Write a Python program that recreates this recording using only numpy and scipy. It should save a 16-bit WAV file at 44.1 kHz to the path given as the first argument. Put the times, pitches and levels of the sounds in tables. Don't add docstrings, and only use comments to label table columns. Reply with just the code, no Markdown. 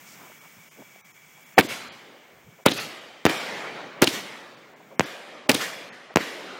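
import sys
import numpy as np
from scipy import signal
from scipy.fft import rfft, irfft
from scipy.io import wavfile
from scipy.ndimage import uniform_filter1d

SR = 44100
rng = np.random.default_rng(int(sys.argv[2]) if len(sys.argv) > 2 else 0)


def wrap_up_sound(samples):
    columns = np.atleast_2d(samples).T
    tamed = np.clip(columns, -1, 1)
    steps = np.round(tamed * 32767).astype(np.int16)
    wavfile.write(sys.argv[1], SR, steps)


def boost_factor(decibels):
    exponent = np.asarray(decibels, float) / 20
    return 10 ** exponent


N = 290619


def evened(x):
    return x / np.sqrt(np.mean(x ** 2) + 1e-20)


def read(points, hz):
    f, value = np.transpose(points)
    return np.interp(np.log(hz + 1), np.log(f + 1), value)


def add(mix, s, sound):
    part = mix[round(s * SR):][:len(sound)]
    part += sound[:len(part)]


def coloured(points, size):
    z = rfft(rng.standard_normal(size))
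    hz = np.fft.rfftfreq(size, 1 / SR)
    return evened(irfft(z * boost_factor(read(points, hz)), size))


def resonate(x, hz, width):
    r = np.exp(-np.pi * width / SR)
    return signal.lfilter([1, 0, -r], [1, -2 * r * np.cos(2 * np.pi * hz / SR), r * r], x)


# (f/Hz, width/Hz, level/dB)
INSECTS = [
    (2284, 85, -59.5),
    (2130, 390, -63.5),
    (3330, 50, -70.5),
    (6700, 1600, -67),
]


def insects():
    throb = boost_factor(0.92 * evened(uniform_filter1d(rng.standard_normal(N), 500)))
    song = np.zeros(N)
    for hz, width, db in INSECTS:
        voice = resonate(rng.standard_normal(N), hz, width)
        song += boost_factor(db) * evened(resonate(voice, hz, width))
    return song * throb


# (t/s, depth level/dB)
DUCKS = [
    (1.579, 17.5),
    (2.66, 28),
    (3.253, 23),
    (4.02, 17.5),
    (4.995, 42),
    (5.494, 21),
    (6.159, 28.5),
]


def duck_depth(t):
    recovery_db_per_s = 12
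    drops = [np.where(t > s, db - recovery_db_per_s * (t - s), 0) for s, db in DUCKS]
    return np.max(drops, 0).clip(0)


# (t/s, level/dB)
NIGHT_SWELL = [(0, 10.5), (.2, 11.5), (.5, 8.5), (.9, 7), (1.2, 5.5), (1.55, 8), (2.6, 6.5), (3.2, 12),
               (4.3, 3.5), (4.95, 4.5), (5.4, 9), (6.1, 9)]
# (f/Hz, level/dB per Hz)
AIR = [(15, -54.5), (25, -13), (65, -7.5), (156, 6.5), (358, -4.5), (423, -4), (1350, -2.5), (2280, -2.5),
       (3600, -9.5), (4680, -53), (7920, -120)]
# (f/Hz, level/dB per Hz)
HISS = [(1650, -48), (2800, -15.5), (3380, -13), (4180, -14), (4590, -12.5), (5380, -8), (7360, -8.5),
        (10700, -17), (12600, -12), (14800, -8), (15900, -5.5)]


def night():
    t = np.arange(N) / SR
    swell = boost_factor(np.interp(t, *np.transpose(NIGHT_SWELL)))
    hum = boost_factor(-63) * coloured(AIR, size=N)
    hiss = boost_factor(-61.5) * coloured(HISS, size=N)
    duck_db = duck_depth(t)
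    background = hum / boost_factor(0.51 * duck_db) + hiss / boost_factor(0.83 * duck_db)
    return swell * background + insects() / boost_factor(duck_db)


# (f/Hz, level/dB per Hz)
WIND = [(15, -6), (40, -6), (90, -4), (130, 0), (220, -30), (20000, -90)]


def wind():
    gusts_db = -84 + 3.0 * evened(uniform_filter1d(rng.standard_normal(N), 6000))
    return boost_factor(gusts_db) * coloured(WIND, size=N)


# (t/s, level/dB, colour f/Hz,
# length/s)
RUSTLES = [(.17, -51.5, 790, 0.13), (.18, -55.5, 300, .1), (.295, -48.5, 600, .012),
           (.315, -46.5, 660, 0.0091), (.42, -54.5, 900, 0.057), (.55, -52, 107, 0.055),
           (.765, -51, 490, 0.066), (.78, -47, 210, 0.045), (.818, -46.5, 596, 0.011),
           (.955, -49.5, 616, 0.0091), (1.36, -58, 676, 0.052), (1.8, -55, 60, 0.18), (2.3, -59, 70, .13),
           (2.42, -51, 70, 0.11), (2.465, -46.5, 137, 0.033), (2.58, -50.5, 547, 0.034),
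           (.04, -54.5, 5400, 0.15), (2.5, -57.5, 149, 0.048)]


def rustle(db, hz, length):
    scrape = resonate(rng.standard_normal(6000), hz, 0.9 * hz)
    scrape = resonate(scrape, hz, 0.9 * hz)[:round(length * SR)]
    return boost_factor(db) * evened(scrape) * signal.windows.tukey(len(scrape), 0.6)


# (t of the bang/s, level/dB, length/s)
LEADS = [
    (1.577, -31, 0.0088),
    (2.659, -15, 0.0056),
    (3.26, -45.5, 0.0065),
    (4.0225, -23, 0.0045),
    (5.004, -25, 0.0046),
    (5.492, -14, 0.0031),
    (6.142, -35, 0.0023),
]


def lead(s, db, length):
    rise = np.linspace(0, 1, round(length * SR)) ** 2
    return s - length, boost_factor(db) * rise * coloured(JET_COLOUR, size=4000)[:len(rise)]


# (t/s, level/dB, f/Hz,
# t60/s)
RINGS = [(1.5792, -1.5, 758, .042), (1.582, -1, 1995, .013), (1.5843, -7, 2260, .013),
         (1.5873, -5.5, 1770, .032), (1.5917, -16, 1460, .0044), (1.600, -11, 2210, .0091),
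         (1.609, -15.5, 2490, .019), (2.6655, -10.5, 1830, .0063), (4.0233, -5, 1520, .0085),
         (4.0308, -14.5, 1754, .012), (4.0345, -22, 1850, .0099), (4.0735, -10, 2760, .012),
         (5.497, -1.5, 2500, .0052), (5.4983, -15.5, 2050, .004), (5.5017, -5.5, 2250, .0046),
         (5.5462, -16.5, 8700, .011)]


def ring(db, hz, t60):
    t = np.arange(2000) / SR
    wander = evened(uniform_filter1d(rng.standard_normal(2000), round(SR / hz)))
    turns = np.cumsum(hz * (1 + 0.15 * wander - 0.081 * t / t60)) / SR
    swing = np.sin(2 * np.pi * turns) + 0.31 * np.sin(2 * np.pi * 1.55 * turns)
    return -boost_factor(db - 40 * t / t60 - 39 * (t / t60) ** 2) * swing


# (t/s, level/dB, colour f/Hz, t60/s, share of wide noise 0-1)
JETS = [(1.5815, -17.5, 1460, .058, 0.52), (1.5858, 1, 4480, 0.025, 0.77), (1.590, -10, 1520, 0.092, 0.62),
        (1.596, -15.5, 11500, .0099, 0.36), (2.6585, -5.5, 1200, 0.014, 0.63),
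        (2.661, -1, 5560, .022, 0.72), (2.6645, -10, 2130, 0.11, 0.48), (3.258, -11, 2750, 0.053, 0.94),
        (3.296, -15.5, 1800, 0.017, 0.35), (3.3, -28, 4800, 0.0089, .2), (4.0155, -19, 1200, 0.062, 1),
        (4.0205, -4.5, 7100, 0.0057, 0.15), (4.0225, -6.5, 3200, 0.094, 0.68),
        (5.4927, -21, 4000, .011, 0.11), (5.494, -16, 8700, 0.02, 0.22), (5.4965, -11, 2850, 0.11, 0.7)]
# (f/Hz, level/dB per Hz)
JET_COLOUR = [(35, -26), (60, -28.5), (358, 8.5), (1330, -6.5), (2970, -6.5), (7780, -33), (10100, -31),
              (15000, -17.5), (16500, -44.5)]


def jet(db, hz, t60, wide_share):
    t = np.arange(5000) / SR
    wide = coloured(JET_COLOUR, size=5000)
    tone = evened(resonate(rng.standard_normal(5000), hz, 0.71 * hz))
    share = np.clip(wide_share, 0, 1)
    rise = np.minimum(t / (0.033 * t60), 1)
    return boost_factor(db - 60 * t / t60) * rise * (share * wide + (1 - share) * tone)


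# (t/s, level/dB, f/Hz, t60/s)
THUMPS = [
    (1.5905, -1, 204, 0.015),
    (1.6015, -10.5, 328, 0.03),
    (1.6480, -20, 302, 0.034),
    (2.6662, -8.5, 297, 0.011),
    (3.2746, -19, 298, 0.066),
    (3.3001, -18, 314, 0.054),
    (4.0242, 7.7, 306, 0.0092),
    (5.0420, -32, 310, .04),
    (5.4968, -9, 228, 0.041),
    (6.2051, -25, 310, 0.046),
]


def thump(db, hz, t60):
    t = np.arange(3000) / SR
    return -boost_factor(db - 60 * t / t60) * np.sin(2 * np.pi * hz * t)


# (t/s, tail level/dB, tail tilt/dB per octave, near wall level/dB, far wall level/dB)
LAUNCHES = [
    (1.5874, -1.5, 0.2, -8, -26.5),
    (2.6631, -1, 0.6, 2, -2),
    (4.0206, -0.74, 0.34, 0, 2.8),
    (5.4940, 1.06, 0.53, -1, 1.3),
]
# (level/dB, f/Hz, t60/s)
NEAR_WALL = [
    (-16.5, 310, 0.025),
    (-22.5, 240, 0.032),
    (-12, 3900, 0.011),
    (-15.5, 6700, 0.017),
]
# (level/dB, f/Hz, t60/s)
FAR_WALL = [
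    (-17, 290, 0.035),
    (-18.5, 2900, 0.036),
    (-28.5, 3600, 0.25),
    (-19.5, 4000, 0.0064),
    (-17, 3500, 0.013),
    (-14, 3630, .0055),
]
NEAR_WALL_S = (.0223, .040, .0217, .021)
FAR_WALL_S = (.056, .052, .061, .0494, .0533, .0575)


def walls(s, near_db, far_db):
    def hiss(db, hz, t60):
        return jet(db, hz, t60, wide_share=0.3)

    near = zip((thump, thump, ring, hiss), NEAR_WALL_S, NEAR_WALL)
    far = zip((thump, hiss, hiss, ring, ring, ring), FAR_WALL_S, FAR_WALL)
    slaps = []
    for wall_db, wall in ((near_db, near), (far_db, far)):
        for source, delay, (db, *row) in wall:
            slaps.append((s + delay, source(wall_db + db, *row)))
    return slaps


# (delay t/s, build-up/s, level/dB, tilt/dB per octave, t60/s)
LAUNCH_ECHOES = [
    (.025, 0.012, -37, -8.5, 0.95),
    (0.031, .02, -34.5, 3, 0.57),
    (0.093, 0.03, -27.5, 3, 0.51),
    (.15, .1, -37.5, 1.2, 2.44),
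    (.4, 0.22, -55, -2.5, 5.4),
]
BURST_ECHOES = [
    (.014, 0.0095, -23, -5, 0.18),
    (.015, 0.035, -26.5, 0, 1.46),
    (0.081, 0.26, -29, -0.8, 3.32),
    (.5, 0.64, -43, -2, 8.9),
]


def echo_power(hz, t):
    octaves = np.log2((hz + 150) / 1100)
    loss_db_per_s = 28 * (hz / 10000) ** 0.87
    power = 1e-14
    for bangs, groups in ((LAUNCHES, LAUNCH_ECHOES), (BURSTS, BURST_ECHOES)):
        for s, db, tilt_db, *_ in bangs:
            air_db = loss_db_per_s * np.maximum(t - s, 0)
            for delay, build, group_db, group_tilt_db, t60 in groups:
                age = np.maximum(t - s - delay, 0)
                level_db = db + group_db + (tilt_db + group_tilt_db) * octaves - 60 * age / t60 - air_db
                power = power + (np.minimum(age / build, 1) * boost_factor(level_db)) ** 2
    return power


# (f/Hz, level/dB per Hz)
TAIL_COLOUR = [(29, -46), (50, -36), (119, -6.5), (240, -1.5), (559, 1.5), (997, -3), (2010, -2),
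               (2680, -5.5), (3100, -5), (6240, -14.5), (10100, -23), (13200, -24), (16000, -29.5)]


def tails():
    hz, frame_s, spectrum = signal.stft(coloured(TAIL_COLOUR, size=N), SR, nperseg=512, noverlap=384)
    hz = hz[:, None]
    field_db = 10 * np.log10(echo_power(hz, frame_s))

    def blotches(bands, frames):
        grain = uniform_filter1d(rng.standard_normal(field_db.shape), bands, 0)
        return evened(uniform_filter1d(grain, frames, 1))

    patches = blotches(8, 10)
    ridges = blotches(2, 50)
    housing_db = 1.4 * np.exp(-((hz - 2200) / 300) ** 2)
    level_db = field_db + housing_db + 1.1 * patches + 2.0 * ridges
    return signal.istft(spectrum * boost_factor(level_db), SR, nperseg=512, noverlap=384)[1][:N]


# (t/s, spike level/dB, spike width/ms, suction level/dB, share of a close twin spike)
SHOCKS = [(3.2533, -5, 0.074, 5.5, 0.6), (3.2559, -33, .14, -17, 0), (4.9959, 2.5, 0.13, 1.5, 0.86),
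          (6.1596, 2.5, 0.13, 3.7, .99), (6.1645, -34, .13, -17.5, .2), (2.6628, -20, 0.17, 0.5, .21),
          (2.6638, 3.5, 0.67, -23, 0.53), (4.0206, 8.5, 0.14, -5.2, 0.21), (5.4941, -4, 0.073, 0.5, 0.047),
          (5.4945, 12.5, .071, -9, 0), (5.4951, -8, 0.12, -31.5, 0), (5.4955, -1, 0.06, -13, 0)]


def shock(spike_db, width_ms, suction_db, twin, low_hz=180):
    u = np.arange(1500) / SR * 1000 / width_ms

    def spike(v):
        return np.sin(np.pi * np.clip(v, 0, 1)).clip(0) ** 1.85

    fall = np.sin(np.pi / 2 * np.clip(u - 0.87, 0, 1)) ** 2
    swing = signal.sosfilt(signal.butter(2, low_hz, "high", fs=SR, output="sos"), fall)
    push = spike(u / 1.076) + twin * spike(u / 1.095 - 1.05)
    return boost_factor(spike_db) * push - 1.125 * boost_factor(suction_db) * swing


# (t/s, tail level/dB, tail tilt/dB per octave, ground echo level/dB)
BURSTS = [
    (3.2534, 0.6, 0.5, 5),
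    (4.9959, -9.5, 0.6, -0.5),
    (6.1595, -5, 0.7, 3.5),
]


def burst(s, tail_db, echo_db):
    def fizz():
        return jet(-13.5 + 0.62 * tail_db, hz=2240, t60=0.038, wide_share=0.71)

    ground_s = s + 0.0114
    echo = shock(echo_db, width_ms=0.36, suction_db=echo_db - 4.5, twin=0.58)
    return [(s, fizz()), (ground_s, echo), (ground_s, fizz())]


# (t/s, level/dB, colour f/Hz, length/s)
LATE_SLAPS = [
    (3.774, -40.5, 820, 0.052),
    (4.798, -47, 546, 0.023),
    (4.897, -48.5, 480, 0.059),
    (6.095, -46, 587, 0.032),
]


def late_slap(db, hz, length):
    return rustle(db, hz, length)


def scene():
    mix = night() + tails()
    for table, source in ((RUSTLES, rustle), (RINGS, ring), (JETS, jet), (THUMPS, thump),
                          (SHOCKS, shock), (LATE_SLAPS, late_slap)):
        for s, *row in table:
            add(mix, s, source(*row))
    parts = [lead(*row) for row in LEADS]
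    for s, _, _, near_db, far_db in LAUNCHES:
        parts += walls(s, near_db, far_db)
    for s, tail_db, _, echo_db in BURSTS:
        parts += burst(s, tail_db, echo_db)
    for s, sound in parts:
        add(mix, s, sound)
    return mix[None]


# (t/s, length/s, lowest f/Hz, share of bands dropped 0-1)
STARVED = [(.4, .022, 300, .5), (.7, .022, 300, .6), (1.03, .03, 2500, .85), (1.03, .03, 250, .5),
           (1.13, .022, 500, .6), (1.45, .02, 2500, .5), (1.56, .025, 3000, .8), (1.618, .008, 4500, .7),
           (1.68, .012, 4500, .9), (1.905, .03, 4500, .95), (2.646, .01, 100, 1), (2.68, .018, 4300, 1),
           (2.727, .014, 6500, .9), (2.79, .012, 6500, .9), (3.0, .016, 6000, .6), (3.39, .015, 3000, .5),
           (3.277, .014, 7200, .9), (4.056, .012, 7000, .8), (4.56, .015, 4000, .5), (4.75, .02, 3500, .7),
           (4.975, .03, 3200, .85), (5.002, .006, 5000, .7), (5.051, .014, 6500, .9), (5.482, .01, 1300, 1),
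           (5.605, .012, 4000, .5), (5.91, .03, 3500, .75), (5.91, .03, 8800, 1), (6.15, .01, 100, 1)]


def starve(x, faint_db=-104, steady=0.5, top_hz=15850):
    hz, t, z = signal.stft(x, SR, nperseg=512, noverlap=448)
    band = (np.sqrt(hz) / 1.9).astype(int)
    luck = rng.random((len(STARVED), band.max() + 1))
    keep = np.ones(z.shape)
    for (s, length, above_hz, share), draw in zip(STARVED, luck):
        dropped = (hz > above_hz) & (draw[band] < share)
        keep[np.ix_(dropped, abs(t - s) < length / 2 + 0.001)] = 0.12
    x = signal.istft(z * keep, SR, nperseg=512, noverlap=448)[1]

    hz, t, z = signal.stft(x, SR, nperseg=2048)
    level_db = 10 * np.log10(uniform_filter1d(abs(z) ** 2, size=5, axis=0) + 1e-20)
    open_share = np.clip((level_db - faint_db) * steady, 0.05, 1)
    open_share[hz < 3000] = 1
    loud = abs(z).max(0) > boost_factor(-37)
    open_share[(hz > top_hz)[:, None] & ~loud] = 0
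    return signal.istft(z * open_share, SR, nperseg=2048)[1][:N]


def band_limit(x):
    return signal.sosfilt(signal.butter(12, 16830, fs=SR, output="sos"), x)


def record(dry):
    x = dry / (1 + abs(dry) ** 6) ** (1 / 6)
    low_cut = signal.butter(4, 115, "high", fs=SR, output="sos")
    x = 0.12 * x + 0.88 * signal.sosfilt(low_cut, x)
    x = x[0] + wind()
    finished = np.clip(starve(x)[None], -1, 1)
    return band_limit(finished)


dry = scene()
out = record(dry)
wrap_up_sound(out)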